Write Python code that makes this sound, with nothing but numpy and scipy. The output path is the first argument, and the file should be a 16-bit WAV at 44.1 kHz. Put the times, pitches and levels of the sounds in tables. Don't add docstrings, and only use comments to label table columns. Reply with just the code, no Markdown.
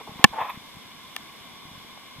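import sys
import numpy as np
from scipy import signal
from scipy.fft import rfft, irfft, next_fast_len
from scipy.io import wavfile
from scipy.ndimage import map_coordinates

SR = 44100
rng = np.random.default_rng(int(sys.argv[2]) if len(sys.argv) > 2 else 0)


def nominal_scale(level):
    x = np.asarray(level, float) / 20
    return 10 ** x


def file_out(sig):
    cols = np.atleast_2d(sig).T
    lim = np.clip(cols, -1, 1)
    pcm = np.round(lim * 32767).astype(np.int16)
    wavfile.write(sys.argv[1], SR, pcm)


N = 97020

SNAP_S = .2411
TOP_HZ = 15320


def unit(x):
    return x / np.sqrt(np.mean(x ** 2) + 1e-20)


def along(points, hz):
    f, v = np.transpose(points)
    return np.interp(np.log(hz + 1), np.log(f + 1), v)


def curve(rows, outside=-120, axis=1):
    table = np.transpose(rows)
    return np.interp(np.arange(N) / SR, table[0], table[axis], left=outside, right=outside)


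def wobble(rate):
    knots = rng.standard_normal(int(N * rate / SR) + 4)
    return map_coordinates(knots, [np.arange(N) * rate / SR])


def filtered(x, response):
    m = next_fast_len(N + SR // 4)
    return irfft(rfft(x, m) * response(np.fft.rfftfreq(m, 1 / SR)), m)[..., :N]


def stereo(mid, side):
    return np.array([mid + side, mid - side])


def add(track, s, sound):
    k = round(s * SR)
    track[..., k:k + sound.shape[-1]] += sound[..., :N - k]


def snap(modes, crack_db, crack_s, rebound_s, rebound_db):
    t = np.arange(SR // 10) / SR

    def ring(column, lead):
        total = 0
        for k, mode in enumerate(modes):
            decay = nominal_scale(mode[column] - 60 * t / mode[3])
            total = total + (-1) ** k * decay * np.sin(2 * np.pi * mode[0] * t + lead + 0.21 * k)
        return total

    burst = rng.standard_normal((2, len(t))) * nominal_scale(crack_db - 60 * t / crack_s)
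    crack = filtered(burst, lambda f: 1j * f / 8000 / (1 + (f / 14500) ** 12))[:, :len(t)]
    onset = 1 - np.exp(-t / 0.00016)
    blow = (stereo(ring(1, 0), ring(2, 1.56)) + crack) * onset
    return blow + nominal_scale(rebound_db) * np.roll(blow, round(rebound_s * SR), axis=1)


# (frequency [Hz], centre level [dB], flank level [dB], 60 dB decay time [s])
HARD_SNAP_MODES = [(130, -25, -39, 0.026), (206.4, -20.5, -6.5, 0.029), (279, -16, -32, 0.02),
                   (488, -8, -26, 0.011), (817.5, -9, -50, 0.022), (1086, -1, -12.5, 0.016),
                   (1358, -2.5, -29, 0.0086), (1754, -0.5, -10.5, 0.016), (2310, -7, -10, 0.015),
                   (2730, 4, 1, 0.011), (3423, 6, 6.5, 0.0083), (4600, 3, -28, 0.0028)]
SMALL_SNAP_MODES = [(590, -15, -32, 0.018), (766, -14.5, -26, 0.027), (1230, -5, -15, 0.012),
                    (1760, -8.5, -17, 0.029), (2350, -1, -20, 0.013), (2740, -4, -13, 0.01),
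                    (3480, -2, 2, 0.02), (4460, -17, -12, 0.0047), (4800, -10, -4, 0.0075),
                    (5500, -16, -15, .006), (6440, -7, -10, 0.0067), (9470, -19, -22, 0.0051),
                    (14800, -11, -13, 0.0044)]


def snaps():
    out = np.zeros((2, N))
    hard = snap(HARD_SNAP_MODES, crack_db=-7.0, crack_s=0.0033, rebound_s=.0016, rebound_db=-14)
    small = snap(SMALL_SNAP_MODES, crack_db=-1, crack_s=0.004, rebound_s=.001, rebound_db=-4)
    add(out, SNAP_S, nominal_scale(19) * hard)
    add(out, 1.1638, nominal_scale(-22.5) * small)
    return out


# (time [s], level [dB])
TWIG_TICKS = [
    (.0328, -46),
    (.7607, -45),
]


def twigs():
    out = np.zeros((2, N))
    t = np.arange(400) / SR
    for s, db in TWIG_TICKS:
        burst = rng.standard_normal((2, 400)) * nominal_scale(db - 60 * t / .004)
        add(out, s, filtered(burst, lambda f: f / 8000 / (1 + (f / 14500) ** 30))[:, :400])
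    return out


def case_response(modes):
    def response(f):
        total = 0
        for k, (centre, width, db) in enumerate(modes):
            resonance = 1j * f * width / (centre * centre - f * f + 1j * f * width)
            total = total + (-1) ** k * nominal_scale(db) * resonance
        return total / (1 + 1j * f / 4180) ** 3
    return response


def slip_force(rows, body):
    slips = rng.standard_normal((2, N)) * (rng.random(N) < .4) * nominal_scale(0.9 * wobble(149.6))
    slips *= nominal_scale(curve(rows)) / filtered(slips[0], case_response(body)).std()
    slips[1] *= nominal_scale(-10.5)
    return slips


# (frequency [Hz], width [Hz], level [dB])
PALM_CASE = [(230, 170, -6.5), (426, 53, 3), (830, 230, 2.5), (990, 87, -3), (1360, 640, -12),
             (2250, 760, -8), (3400, 500, -27)]
FREE_CASE = [(320, 150, -14.5), (437, 124, -8.5), (849, 142, 7.5), (1028, 104, 2.5), (1500, 180, -25),
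             (1675, 130, -9.5), (2500, 190, -4), (2630, 120, -6), (3530, 320, -9)]
# (time [s], pressure level [dB], brightness [dB])
PALM_SHIFT = [
    (0, -46, 2),
    (.012, -40, 1),
    (.03, -71, -5.5),
    (.066, -60, -6),
    (.075, -50, -7),
    (.124, -49.5, 2.5),
    (.165, -64, -6),
    (.19, -42, 6),
    (.232, -43.5, 3),
]
FINGER_RUB = [
    (.327, -55, -13),
    (.336, -45.5, -11),
    (.37, -38.5, -5.5),
    (.41, -29.5, 4),
    (.432, -32.5, 3),
    (.49, -42.5, 6),
    (.499, -35, 9),
    (.522, -57, 13),
    (.56, -48, 10.5),
]
# (time [s], level [dB])
SKIN_CATCHES = [(.0045, -33), (.0093, -42), (.075, -36), (.0845, -40), (.1935, -42), (.21, -36),
                (.342, -33), (.3775, -25.5), (.3855, -23), (.391, -22.5), (.4075, -26), (.4145, -14),
                (.4175, -20), (.4228, -16), (.4455, -33), (.497, -36), (.4992, -30.5), (1.975, -37.5)]


def rub():
    turn_hz = 950
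    skin_hz, skin_width = 13200, 3600
    catch_pulse = np.hanning(25)[None] * [[.11], [.025]]

    def skin(f):
        return nominal_scale(-35) / (1 + ((f - skin_hz) / (skin_width / 2)) ** 2) * (f < TOP_HZ)

    out = np.zeros((2, N))
    for rows, body, before_snap in ((PALM_SHIFT, PALM_CASE, True), (FINGER_RUB, FREE_CASE, False)):
        slips = slip_force(rows, body)
        for s, db in SKIN_CATCHES:
            if (s < SNAP_S) == before_snap:
                add(slips, s, nominal_scale(db + 25) * catch_pulse)
        tip = nominal_scale(curve(rows, outside=0, axis=2))
        out += filtered(slips[0] * tip ** 2 * rng.standard_normal((2, N)), skin)
        low_modes = [mode for mode in body if mode[0] < turn_hz]
        high_modes = [mode for mode in body if mode[0] >= turn_hz]
        low = filtered(slips / tip, case_response(low_modes))
        high = filtered(slips * tip, case_response(high_modes))
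        out += stereo(*(low + high))
    return out


# (time [s], level [dB], frequency [Hz], signed strength [ratio])
HAND_BUMPS = [(0.095, -28, 170, 0.5), (.121, -32.5, 179, 0.55), (.160, -35.5, 169, 1),
              (.197, -29, 200, 0.85), (0.304, -44, 70, 0.92), (0.316, -38, 200, -1.2),
              (0.421, -39.5, 130, 0.61), (.545, -39.5, 194, -0.87), (.576, -32, 183, 0.97),
              (.771, -36.5, 170, -1.1), (1.655, -37, 198, -0.82), (1.682, -46.5, 172, -1.2),
              (1.717, -37.5, 198, -0.91), (1.757, -43, 170, -1.3), (1.78, -38.5, 157, -1.1),
              (1.849, -40, 234, -1.03), (1.928, -40, 200, 0.77), (2.165, -44, 120, 1),
              (2.187, -38, 143, -0.97), (2.194, -40, 142, -1.2)]


def bumps():
    out = np.zeros((2, N))
    t = np.arange(-600, 600) / SR
    faint = [(0.02033 + 2.1 * a, -55 + 8 * b, 110 + 160 * c, np.sign(d - .5))
             for a, b, c, d in rng.random((50, 4))]
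    for s, db, hz, way in HAND_BUMPS + faint:
        packet = np.exp(-(2.22 * hz * t) ** 2) * np.cos(2 * np.pi * hz * t + 0.1)
        add(out, s - 600 / SR, way * nominal_scale(db) * packet * nominal_scale([[1.5], [-1.5]]))
    return out


def cricket():
    chirp_rate, chirp_s = 23.97, 0.0021
    t = np.arange(N) / SR + .0075
    beat = np.round(t * chirp_rate)
    size, bend = rng.standard_normal((int(beat.max()) + 1, 2))[beat.astype(int)].T
    away = t - beat / chirp_rate
    level = -53 - 1.4 * t + .6 * size
    shape = nominal_scale(level) * np.exp(-.5 * (away / chirp_s) ** 2)
    phase = 2 * np.pi * (11300 + 60 * bend) * away
    return shape * np.array([np.sin(phase), 0.72 * np.sin(phase + 1.6)])


def swarm(hz, width):
    drift = nominal_scale(.4 * wobble(9) + .6 * wobble(35))
    clicks = rng.standard_normal(N) * (rng.random(N) < .4) * drift
    return unit(filtered(clicks, lambda f: 1 / (1 + ((f - hz) / (width / 2)) ** 4)))


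# (frequency [Hz], width [Hz], level [dB])
CALLERS_AHEAD = [(229, 116, -62.5), (860, 500, -61), (1070, 193, -55), (1570, 350, -66), (2104, 124, -61),
                 (2270, 400, -59), (2956, 300, -61.5), (3436, 380, -58), (3640, 350, -66.5),
                 (5300, 190, -72.5)]
# (frequency [Hz], width [Hz], level per Hz [dB])
CALLERS_FLANK = [(230, 180, -70), (1060, 200, -77), (2090, 170, -74), (3320, 260, -69.5), (3750, 420, -71),
                 (4150, 400, -78), (4900, 600, -80), (5600, 330, -77)]
# (time [s], level [dB])
CHORUS_SWELL = [
    (0.0, 0.5),
    (2.2, 1),
]


def chorus():
    mid = sum(nominal_scale(db) * swarm(hz, width) for hz, width, db in CALLERS_AHEAD)
    side = sum(nominal_scale(db - 13.5) * np.sqrt(width) * swarm(hz, width) for hz, width, db in CALLERS_FLANK)
    return stereo(mid, side) * nominal_scale(curve(CHORUS_SWELL, outside=0))


# (frequency [Hz], level [dB])
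AIR_CENTRE = [(15, -57), (25, -14), (214, -2.5), (519, -7), (1070, -8), (1260, -9.5), (3400, -10),
              (6140, -19), (15300, -21)]
AIR_FLANK = [(15, -53), (25, -29), (258, -8.5), (1330, -13), (2900, -12), (4500, -12.5), (6500, -18.5),
             (15300, -23)]


def air():
    noise = rng.standard_normal((2, N))
    mid, side = filtered(noise, lambda f: nominal_scale([along(AIR_CENTRE, f), along(AIR_FLANK, f)]))
    return stereo(nominal_scale(-51.5) * unit(mid), nominal_scale(-53.5) * unit(side)) * nominal_scale(0.39 * wobble(6.2))


def scene():
    far = filtered(cricket() + chorus() + air(), lambda f: f < TOP_HZ)
    duck_s, duck_db = .016, -30
    duck = [(SNAP_S, 0), (SNAP_S + .002, duck_db), (SNAP_S + duck_s, duck_db), (SNAP_S + duck_s + .002, 0)]
    return snaps() + twigs() + rub() + bumps() + far * nominal_scale(curve(duck, outside=0))


def low_pass(x):
    return signal.sosfilt(signal.butter(12, 16560, fs=SR, output="sos"), x)


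def record(dry):
    clipped = dry / (1 + np.abs(dry / 0.91) ** 8) ** (1 / 8)
    mix = filtered(clipped, lambda f: 1 / (1 + (f / 15300) ** 24) ** .5)
    return low_pass(mix)


dry = scene()
out = record(dry)
file_out(out)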